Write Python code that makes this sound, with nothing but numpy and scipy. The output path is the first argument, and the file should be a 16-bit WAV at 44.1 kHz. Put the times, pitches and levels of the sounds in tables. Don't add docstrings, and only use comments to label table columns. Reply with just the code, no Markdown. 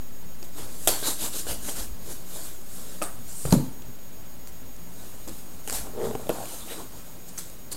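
import sys
import numpy as np
from scipy import signal
from scipy.fft import rfft, irfft, next_fast_len
from scipy.io import wavfile
from scipy.ndimage import uniform_filter1d, map_coordinates

SR = 44100
rng = np.random.default_rng(int(sys.argv[2]) if len(sys.argv) > 2 else 0)


def field_ratio(decibels):
    return 10 ** (np.asarray(decibels, dtype=float) / 20)


def transcribe(signal):
    frames = np.atleast_2d(signal).T
    limited = np.clip(frames, -1, 1)
    pcm = np.round(limited * 32767).astype(np.int16)
    wavfile.write(sys.argv[1], SR, pcm)


N = 342419
t = np.arange(N) / SR


def unit(x):
    return x / np.sqrt(np.mean(x ** 2) + 1e-20)


def peak(x):
    return x / np.abs(x).max()


def decay(u, t60):
    return field_ratio(-60 * u / t60)


def sine(hz, u):
    return np.sin(2 * np.pi * hz * u)


def onset(u, seconds):
    return 1 - np.exp(-u / seconds)


def along(points, hz):
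    f, v = np.transpose(points)
    return np.interp(np.log(hz + 1), np.log(f + 1), v)


def filtered(x, response):
    size = next_fast_len(len(x) + 8192)
    return irfft(rfft(x, size) * response(np.fft.rfftfreq(size, 1 / SR)), size)[:len(x)]


def coloured(spectrum):
    return lambda hz: field_ratio(along(spectrum, hz))


def resonances(modes):
    def response(f):
        total = 0
        for k, (centre, width, db) in enumerate(modes):
            damping = 1j * f * width
            total = total + (-1) ** k * field_ratio(db) * damping / (centre ** 2 - f ** 2 + damping)
        return total
    return response


def friction(response, grain_db, patchy_db):
    clump = map_coordinates(rng.standard_normal(N // 100 + 4), [np.arange(N) / 100], order=1)
    slips = rng.standard_normal(N) * field_ratio(grain_db * clump)
    z = signal.stft(slips, nperseg=512)[2]
    patches = uniform_filter1d(rng.standard_normal(z.shape), 5, 0)
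    patches = unit(uniform_filter1d(patches, 8, 1))
    patchy = signal.istft(z * field_ratio(patchy_db * patches), nperseg=512)[1][:N]
    return unit(filtered(patchy, response))


def strokes(peak_s, rise_s, fall_s, db, rest_db):
    roundness = 0.99
    power = np.full(N, field_ratio(rest_db) ** 2)
    for s, rise, fall, top_db in zip(peak_s, rise_s, fall_s, db):
        a, b = max(int((s - 2 * rise) * SR), 0), int((s + 2 * fall) * SR)
        u = t[a:b] - s
        distance = np.maximum(-u / rise, u / fall)
        power[a:b] += field_ratio(top_db - 20 * distance ** roundness) ** 2
    return np.sqrt(power)


# (pitch [Hz], t60 [s])
ROOM_DECAY = [(100, 0.2), (1000, 0.75), (6000, 0.41), (15000, 0.62)]


def echoed(hit, wet_db):
    wall_gap_s = 0.006
    hz, s, z = signal.stft(rng.standard_normal(SR // 3), SR, nperseg=256)
    tail = signal.istft(z * decay(s, along(ROOM_DECAY, hz)[:, None]), SR, nperseg=256)[1]
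    tail = tail / np.linalg.norm(tail)
    wet = signal.fftconvolve(hit, np.pad(tail, (int(wall_gap_s * SR), 0)))
    return np.pad(hit, (0, len(wet) - len(hit))) + field_ratio(wet_db) * wet


def add(track, s, sound):
    part = track[round(s * SR):][:len(sound)]
    part += sound[:len(part)]


# (pitch [Hz], level [dB per Hz])
HISS_SPECTRUM = [(15, -8), (30, 7.5), (60, 3.5), (125, 1), (250, -9.5), (500, -6), (1000, -14), (2000, -16),
                 (4000, -19.5), (6000, -20), (9000, -21), (13000, -17.5), (15800, -15)]
# (pitch [Hz], width [Hz], level [dB])
FAN_TONES = [(176.4, 6.1, -56.5), (239, 40, -57.5)]


def background():
    out = field_ratio(-47.5) * friction(coloured(HISS_SPECTRUM), grain_db=0.2, patchy_db=0.3)
    for hz, width, db in FAN_TONES:
        out += field_ratio(db) * friction(resonances([(hz, width, 0)]), grain_db=-1.0, patchy_db=-1.3)
    return out


# (pitch [Hz], level [dB])
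WHINE_TONES = [(6750, -57), (13500, -56.5)]


def whine():
    pictures_per_s, first_s = 7.5, 0.1075
    reading = np.abs((t - first_s) * pictures_per_s % 1 - 0.5) < 0.4
    gate = uniform_filter1d(reading * 1.0, size=60)
    return gate * sum(field_ratio(db) * np.sqrt(2) * sine(hz, t) for hz, db in WHINE_TONES)


# (time [s], offset [full scale])
OFFSET_DRIFT = [(0, -.054), (.86, -.054), (.96, -.042), (3.52, -.042), (3.6, -.032), (6, -.031),
                (6.35, -.018), (7.76, -.018)]


def offset():
    s, level = np.transpose(OFFSET_DRIFT)
    return np.interp(t, s, level)


# (time [s], rise [s], fall [s], low rumble level [dB], upper rumble level [dB])
DESK_JOLTS = [(0, .05, 0.08, -48, -51), (.62, .2, 0.34, -51, -64), (.9, 0.11, 1, -44, -48),
              (1.52, 0.1, 0.19, -34, -38), (1.85, 0.22, 0.25, -38, -48), (2.1, 0.25, 0.15, -45, -56),
              (3.46, 0.024, 0.13, -29, -52), (3.53, .015, 0.25, -38, -32.5), (5.3, 0.048, 0.14, -54, -43),
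              (5.72, 0.077, .4, -41, -45), (6.1, 0.26, 0.4, -51.5, -37.5), (6.3, .03, 0.1, -53, -35),
              (6.7, 0.36, 0.31, -63, -55)]
# (pitch [Hz], level [dB per Hz])
RUMBLE_BANDS = [
    [(20, -19), (35, 8.5), (60, 0), (95, -14), (125, -32.5)],
    [(98, -4.5), (115, 7.5), (160, -3), (250, 5), (320, -36.5)],
]
# (frame level [dB], top level [dB])
CALM_LEVELS = (-59.5, -56)


def shaking():
    s, rise, fall, *levels = np.transpose(DESK_JOLTS)
    out = np.zeros(N)
    for db, calm_db, band in zip(levels, CALM_LEVELS, RUMBLE_BANDS):
        rumble = friction(coloured(band), grain_db=1.5, patchy_db=3.0)
        out += strokes(s, rise, fall, db, calm_db) * rumble
    return out


# (pitch [Hz], level [dB per Hz])
TAPE_SPECTRUM = [(2940, -14.5), (5000, -3), (5500, -3), (6000, -2), (7330, 3.5), (9320, 3), (10400, 0.5),
                 (11900, 2.5), (13700, -4.5), (15700, -11.5)]
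# (pitch [Hz], width [Hz], level [dB])
NAIL_MODES = [(1570, 460, -5), (2330, 180, -3), (3050, 1550, -5.5), (3990, 580, 0), (4700, 900, -6.5)]
# (pitch [Hz], width [Hz], level [dB])
BOX_MODES = [(286, 76, 1.5), (463, 232, -1.5), (639, 151, -1), (850, 172, -2.5), (1030, 486, -5.5),
             (1416, 580, -13)]
# (peak time [s], rise [s], fall [s], hiss level [dB], pressure on the card [dB])
SCRATCH_STROKES = [(.445, .015, 0.053, -47, -6), (.585, 0.062, 0.3, -41.5, -2.5),
                   (.74, .2, 0.25, -48.5, -20), (0.863, 0.16, 0.014, -37, -17),
                   (0.881, 0.0096, .04, -18.5, -13), (.9, .01, 0.17, -26, -9.5),
                   (1.076, 0.074, 0.097, -26, -6.5), (1.113, .06, 0.063, -30.5, -18),
                   (1.22, 0.096, .08, -33, -12.5), (1.243, 0.085, 0.09, -31, -10.5),
                   (1.265, .06, 0.064, -33.5, -8), (1.36, 0.086, 0.11, -34, -10),
                   (1.394, 0.11, 0.083, -32.5, -15), (1.49, .05, .08, -34, -5.5),
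                   (1.515, 0.07, 0.095, -32, -6), (1.64, .08, .08, -43, -12),
                   (1.695, 0.099, 0.095, -31.5, -9.5), (1.77, .04, .08, -37.5, -6),
                   (1.8, 0.089, 0.09, -35, -8), (1.835, .06, 0.073, -40.5, -14),
                   (2.115, 0.12, 0.12, -38, -8.5), (2.36, 0.18, 0.24, -40, -6),
                   (2.46, 0.21, 0.18, -40.5, -11)]
TURNING_STROKES = [(2.76, 0.16, 0.67, -43, -13), (2.95, 0.42, .05, -51, 0.5),
                   (3.025, 0.016, 0.044, -40.5, 7.5), (3.04, .015, 0.099, -44.5, 1),
                   (3.29, .08, .3, -44.5, -15), (3.43, 0.22, 0.28, -41.5, -21),
                   (3.474, 0.028, 0.065, -47, 11), (3.526, 0.035, 0.079, -31, -19),
                   (3.538, 0.023, 0.039, -35.5, 6), (3.58, .02, 0.21, -50.5, 5.5)]
PRYING_STROKES = [(5.038, 0.27, 0.49, -49.5, -4.5), (5.279, 0.011, 0.075, -46, 4.5),
                  (5.39, 0.36, .1, -48, -15), (5.6, 0.96, .1, -55, 0.5), (5.682, 0.0056, .04, -36, -11),
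                  (5.757, 0.094, 0.11, -29.5, -12.5), (5.86, .05, .2, -52.5, 5),
                  (6.055, 0.13, 0.24, -44, 7), (6.19, .05, 0.72, -57, 5), (6.301, .011, 0.043, -41, 13.5),
                  (6.33, .02, 0.46, -45.5, 3), (6.55, 0.53, 0.29, -40, -9), (6.722, 0.12, 0.16, -40, -1.5),
                  (6.8, 0.089, 0.12, -46.5, 2.5), (6.976, 0.25, 0.51, -50, -5.5),
                  (7.292, 0.039, 0.049, -45, -9), (7.388, 0.015, 0.034, -34.5, -11.5),
                  (7.41, 0.11, 0.2, -43, -12), (7.717, 0.004, 0.023, -35.5, -9),
                  (7.727, 0.01, 0.016, -30.5, -28), (4.482, .006, .04, -48, -20),
                  (7.75, 0.053, .15, -45.5, 0)]


def rubbing():
    resting_db, resting_card_db = -60, -57
    nail_db, nail_per_pressure = -5, 0.46
    s, rise, fall, db, press_db = np.transpose(SCRATCH_STROKES + TURNING_STROKES + PRYING_STROKES)
    tape = strokes(s, rise, fall, db, resting_db)
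    tape = tape * friction(coloured(TAPE_SPECTRUM), grain_db=0.5, patchy_db=2.0)
    nail_level = db + nail_db + nail_per_pressure * np.minimum(press_db, 0)
    nail = strokes(s, rise, fall, nail_level, resting_db + nail_db)
    nail = nail * friction(resonances(NAIL_MODES), grain_db=1.5, patchy_db=2.5)
    card = strokes(s, rise, fall, db + press_db, resting_card_db)
    card = card * friction(resonances(BOX_MODES), grain_db=1.5, patchy_db=2.0)
    return tape + nail + card


# (time [s], peak level [dB], lower pitch [Hz], upper pitch [Hz], hardness [dB])
BOX_KNOCKS = [(0.427, -33.5, 366, 655, -6), (0.874, -12, 644, 720, -16), (0.8865, -21, 600, 696, -19),
              (0.893, -19, 513, 600, -22), (1.027, -27, 425, 610, -16), (1.468, -28.5, 480, 650, -5),
              (1.687, -26.5, 590, 730, -5), (3.0173, -20, 635, 1270, -5), (3.5274, -13, 460, 886, -12),
              (3.0227, -19, 660, 1220, -5), (3.523, -18.5, 646, 1150, -7), (5.275, -32, 515, 840, -16),
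              (5.677, -28.5, 440, 800, -10), (5.698, -29.5, 550, 690, -5), (5.72, -33, 476, 725, -15),
              (5.848, -33, 514, 780, -18), (5.87, -30, 412, 760, -20), (6.152, -16.5, 440, 775, -15.5),
              (6.197, -27.5, 416, 630, -23), ]
# (pitch [Hz], width [Hz], level [dB])
EDGE_MODES = [(1403, 170, -2), (1750, 100, -2.5), (2520, 550, -5.5), (2730, 230, -19)]


def knocks():
    out, u = np.zeros(N), t[:SR // 6]
    for s, db, low_hz, high_hz, hard_db in BOX_KNOCKS:
        wall = (sine(low_hz, u) + 0.66 * sine(high_hz, u)) * decay(u, 0.036)
        push = rng.standard_normal(len(u)) * decay(u, 0.0084)
        body = peak(wall + 0.5 * peak(filtered(push, resonances(BOX_MODES))))
        edges = field_ratio(hard_db) * peak(filtered(push, resonances(EDGE_MODES)))
        add(out, s, field_ratio(db) * echoed(body + edges, wet_db=-13.5))
    return out


# (time [s], peak level [dB], film pitch [Hz], dull part relative level [dB], dull pitch [Hz])
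TAPE_SNAPS = [(0.4278, -30.5, 6760, -4, 4860), (0.8739, -5.5, 8000, -7, 3420),
              (0.8754, -9.5, 12000, -15, 1560), (0.8802, -9, 11500, -16, 3200),
              (0.885, -9.5, 12000, -11, 3200), (0.891, -14, 12000, -3, 4700),
              (3.022, -19.5, 9000, -18, 4260), (3.4535, -30, 7800, -10, 2920),
              (3.5246, -11, 6000, -8, 4300), (3.821, -39, 6750, -1, 3370), (4.764, -37, 6800, -22, 3620),
              (5.277, -31, 7110, -18, 5080), (5.293, -28.5, 7600, -9.5, 4100),
              (5.707, -19, 9120, -12, 5150), (5.7258, -18.5, 7250, -14, 4440), (6.11, -39, 6760, -7, 3310),
              (6.153, -35, 6750, -18, 2540), (6.2917, -22, 12700, -9.5, 3200),
              (6.456, -28.5, 7670, -7, 2670), (7.4994, -34, 6750, -30, 3370)]
GLUE_TICKS = [(3.028, -15.5, 8900, -25, 2500), (3.031, -21, 8300, -25, 2500),
              (3.0335, -22, 8600, -25, 2500), (3.039, -18, 8300, -25, 2500), (3.508, -20, 9500, -6, 4760),
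              (4.4735, -26, 6930, -13, 4500), (5.283, -29, 7800, -20, 5030), (5.2858, -29, 6800, -9, 5030),
              (5.676, -16.5, 7450, -16, 2800), (5.685, -30, 8400, -25, 5000),
              (5.6981, -9.5, 7300, -20, 4580), (6.049, -35, 10900, -8, 4500),
              (6.056, -29, 11500, -20, 3500), (6.269, -38, 6800, -1, 3400), (7.3773, -25, 6500, -3, 6200),
              (7.3805, -22, 6500, -2, 6300), (7.3855, -23, 11000, -8, 8000), (7.3885, -23, 11500, -4, 7800),
              (7.391, -29, 11000, -4, 7800), (7.3943, -28, 8200, -10, 4000), (7.41, -32, 8500, -20, 4000),
              (7.723, -25, 9000, -20, 4500), (7.729, -23, 9000, -20, 4500)]


def snaps():
    snap_t60, tick_t60 = 0.014, 0.006
    crack_db, crack_s = -10.5, 0.00012
    out, u = np.zeros(N), t[:SR // 8]
    crack = field_ratio(crack_db) * peak(u * np.exp(-u / crack_s) * np.cos(u / crack_s))
    rows = [(*row, snap_t60) for row in TAPE_SNAPS] + [(*row, tick_t60) for row in GLUE_TICKS]
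    for s, db, film_hz, dull_db, dull_hz, t60 in rows:
        sizes = field_ratio(0.95 * rng.standard_normal(len(u)))
        bright_slips, dull_slips = rng.standard_normal((2, len(u))) * sizes
        bright = filtered(bright_slips * decay(u, t60), coloured(TAPE_SPECTRUM))
        taut = resonances([(film_hz, 2200, 0)])
        film = filtered(bright, lambda f: 0.59 + taut(f))
        panel = resonances([(dull_hz, 750, 0)])
        card = filtered(dull_slips * decay(u, t60 * 0.41), lambda f: panel(f) ** 2)
        burst = peak(film) + field_ratio(dull_db) * peak(card)
        add(out, s, field_ratio(db) * echoed(burst * onset(u, 0.00018) + crack, wet_db=-9.0))
    return out


# (start [s], end [s], pitch [Hz], width [Hz], level [dB])
SINGING_DRAGS = [(0.883, 0.975, 4500, 450, -43), (1.027, 1.11, 3950, 740, -36.5),
                 (1.018, 1.08, 1610, 150, -46), (1.199, 1.26, 3630, 2400, -43),
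                 (1.326, 1.386, 4020, 1200, -44), (1.469, 1.534, 2920, 270, -45),
                 (1.48, 1.526, 4700, 280, -51), (1.685, 1.7, 3100, 500, -40), (1.675, 1.707, 850, 150, -44),
                 (3.022, 3.092, 1270, 700, -46), (3.024, 3.085, 680, 220, -45),
                 (3.027, 3.078, 8650, 2100, -40.5), (3.289, 3.37, 7500, 1800, -47),
                 (3.349, 3.533, 8700, 2400, -41.5), (5.72, 5.77, 716, 220, -41.5),
                 (5.72, 5.8, 2000, 2100, -51), (6.333, 6.448, 780, 330, -46), (6.69, 6.81, 8600, 900, -51),
                 (6.675, 6.74, 2900, 400, -51), (6.675, 6.745, 2100, 1200, -50),
                 (6.695, 6.745, 3780, 400, -44.5), (6.6, 6.65, 3600, 900, -52),
                 (7.72, 7.735, 9000, 700, -36), (7.712, 7.726, 4400, 700, -40),
                 (7.724, 7.76, 4406, 600, -46), (7.714, 7.722, 6400, 900, -41)]


def singing():
    out, u = np.zeros(N), t[:SR // 5]
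    for start, end, hz, width, db in SINGING_DRAGS:
        grit = rng.standard_normal(len(u)) * field_ratio(3.6 * rng.standard_normal(len(u)))
        panel = resonances([(hz, width, 0)])
        ring = unit(filtered(grit, lambda f: panel(f) ** 2))
        bite = np.clip(u / 0.0075, 0, 1)
        ease = np.clip((end - start - u) / min(0.049, end - start) + 0.5, 0, 1)
        add(out, start, field_ratio(db) * echoed(ring * (bite * ease), wet_db=-7.5))
    return out


# (time [s], peak level [dB], pitch [Hz], t60 [s])
LANDINGS = [
    (3.452, -23, 145, 0.064),
    (3.488, -27, 129, 0.074),
    (3.5247, -6.5, 184, 0.04),
    (3.5373, -8.5, 238, .025),
    (3.558, -23.5, 144, 0.17),
    (3.572, -25, 141, 0.14),
    (3.6135, -24, 200, 0.028),
]
# (pitch [Hz], level [dB], t60 [s])
DESK_MODES = [(142.3, 3.5, 0.21), (168, -2, .2), (239, -1.5, 0.26), (254, 0, .25), (293, 3, 0.2),
              (317.6, -5, 0.25), (426, -10, .15), (472, -9, .1), (520, -10, 0.09), (620, -12, .1)]


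def thumps():
    out, u = np.zeros(N), t[:SR // 2]
    for s, db, push_hz, push_t60 in LANDINGS:
        boom = np.zeros(len(u))
        for hz, level, t60 in DESK_MODES:
            boom -= field_ratio(level + rng.normal(0, 2.7)) * decay(u, t60) * sine(hz, u)
        push = -sine(push_hz, u) * onset(u, 0.0055) * decay(u, push_t60)
        thump = peak(push + 0.036 * boom * onset(u, 0.008))
        add(out, s, field_ratio(db) * echoed(thump, wet_db=-8.5))
    return out


# (time [s], peak level [dB], pitch [Hz], t60 [s])
CORNER_TAPS = [(3.4524, -20.5, 480, 0.017), (3.4535, -28.5, 1280, .01), (3.477, -37, 600, .03),
               (3.544, -25, 420, .03), (3.551, -24, 560, .04), (3.565, -26, 330, .04),
               (3.583, -28.5, 520, 0.036), (6.709, -35, 500, .04), (6.72, -34, 480, .04),
               (6.801, -37.5, 1030, .04), (5.2865, -35, 330, 0.027), (5.301, -36, 330, 0.027),
               (5.313, -37, 300, .03), (6.2692, -31, 560, 0.018), (6.2941, -12, 560, 0.011),
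               (6.3, -14.5, 360, .012), (6.306, -30, 450, 0.018), (6.3125, -24.5, 475, .025),
               (6.32, -29, 370, 0.018), (6.327, -33, 990, .02), (6.336, -31, 330, 0.033),
               (6.349, -34, 620, 0.018), (6.357, -33, 720, 0.027), (6.363, -31, 480, 0.022),
               (6.3842, -28, 640, 0.017), (6.403, -30, 760, .02), (6.413, -30, 704, .03),
               (6.427, -32, 716, .02), (6.437, -33, 646, .02), (6.7805, -35, 452, 0.024)]


def taps():
    out, u = np.zeros(N), t[:SR // 16]
    for s, db, hz, t60 in CORNER_TAPS:
        dip = -sine(hz, u) * onset(u, 0.00038) * decay(u, t60)
        grit = rng.standard_normal(len(u)) * decay(u, 0.0093)
        grit = filtered(grit, resonances(BOX_MODES + EDGE_MODES))
        add(out, s, field_ratio(db) * echoed(peak(dip) + 0.24 * peak(grit), wet_db=-13))
    return out


# (time [s], peak level [dB])
FOOT_SLIPS = [(5.936, -34.5), (5.949, -34), (5.96, -33), (5.97, -32), (5.9765, -26.5), (5.9845, -27),
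              (5.993, -28), (6.0, -27), (6.0065, -26), (6.0145, -24), (6.0225, -23), (6.0314, -22),
              (6.0416, -21.5), (6.0526, -23), (6.0555, -26), (6.068, -23), (6.0725, -31), (6.0854, -27),
              (6.1105, -23), (6.134, -30)]
# (pitch [Hz], share, t60 [s])
HOLLOW_MODES = [(260, 0.33, 0.017), (438, 1, 0.025), (560, 0.32, 0.019), (800, 0.28, .02)]
# (pitch [Hz], width [Hz], level [dB])
GRATE_MODES = [(1050, 210, -2), (1400, 300, -1.5), (1780, 330, -2), (3400, 1500, -14)]


def judder():
    out, u = np.zeros(N), t[:SR // 16]
    for s, db in FOOT_SLIPS:
        ring = np.zeros(len(u))
        for hz, share, t60 in HOLLOW_MODES:
            ring -= share * field_ratio(rng.normal(0, 1.2)) * decay(u, t60) * sine(hz, u)
        grate = filtered(rng.standard_normal(len(u)) * decay(u, 0.0076), resonances(GRATE_MODES))
        add(out, s, field_ratio(db) * (peak(ring * onset(u, 0.002)) + field_ratio(-13) * peak(grate)))
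    return out


def scene():
    hands = shaking() + rubbing() + snaps() + singing()
    box = knocks() + thumps() + taps() + judder()
    return (background() + hands + box)[None]


def low_pass(x):
    return signal.sosfilt(signal.butter(12, 16600, fs=SR, output="sos"), x)


def record(dry):
    top_hz = 15830
    limited = filtered(dry[0] + whine(), lambda hz: hz < top_hz)
    mix = limited[None] + offset()
    return low_pass(mix)


dry = scene()
out = record(dry)
transcribe(out)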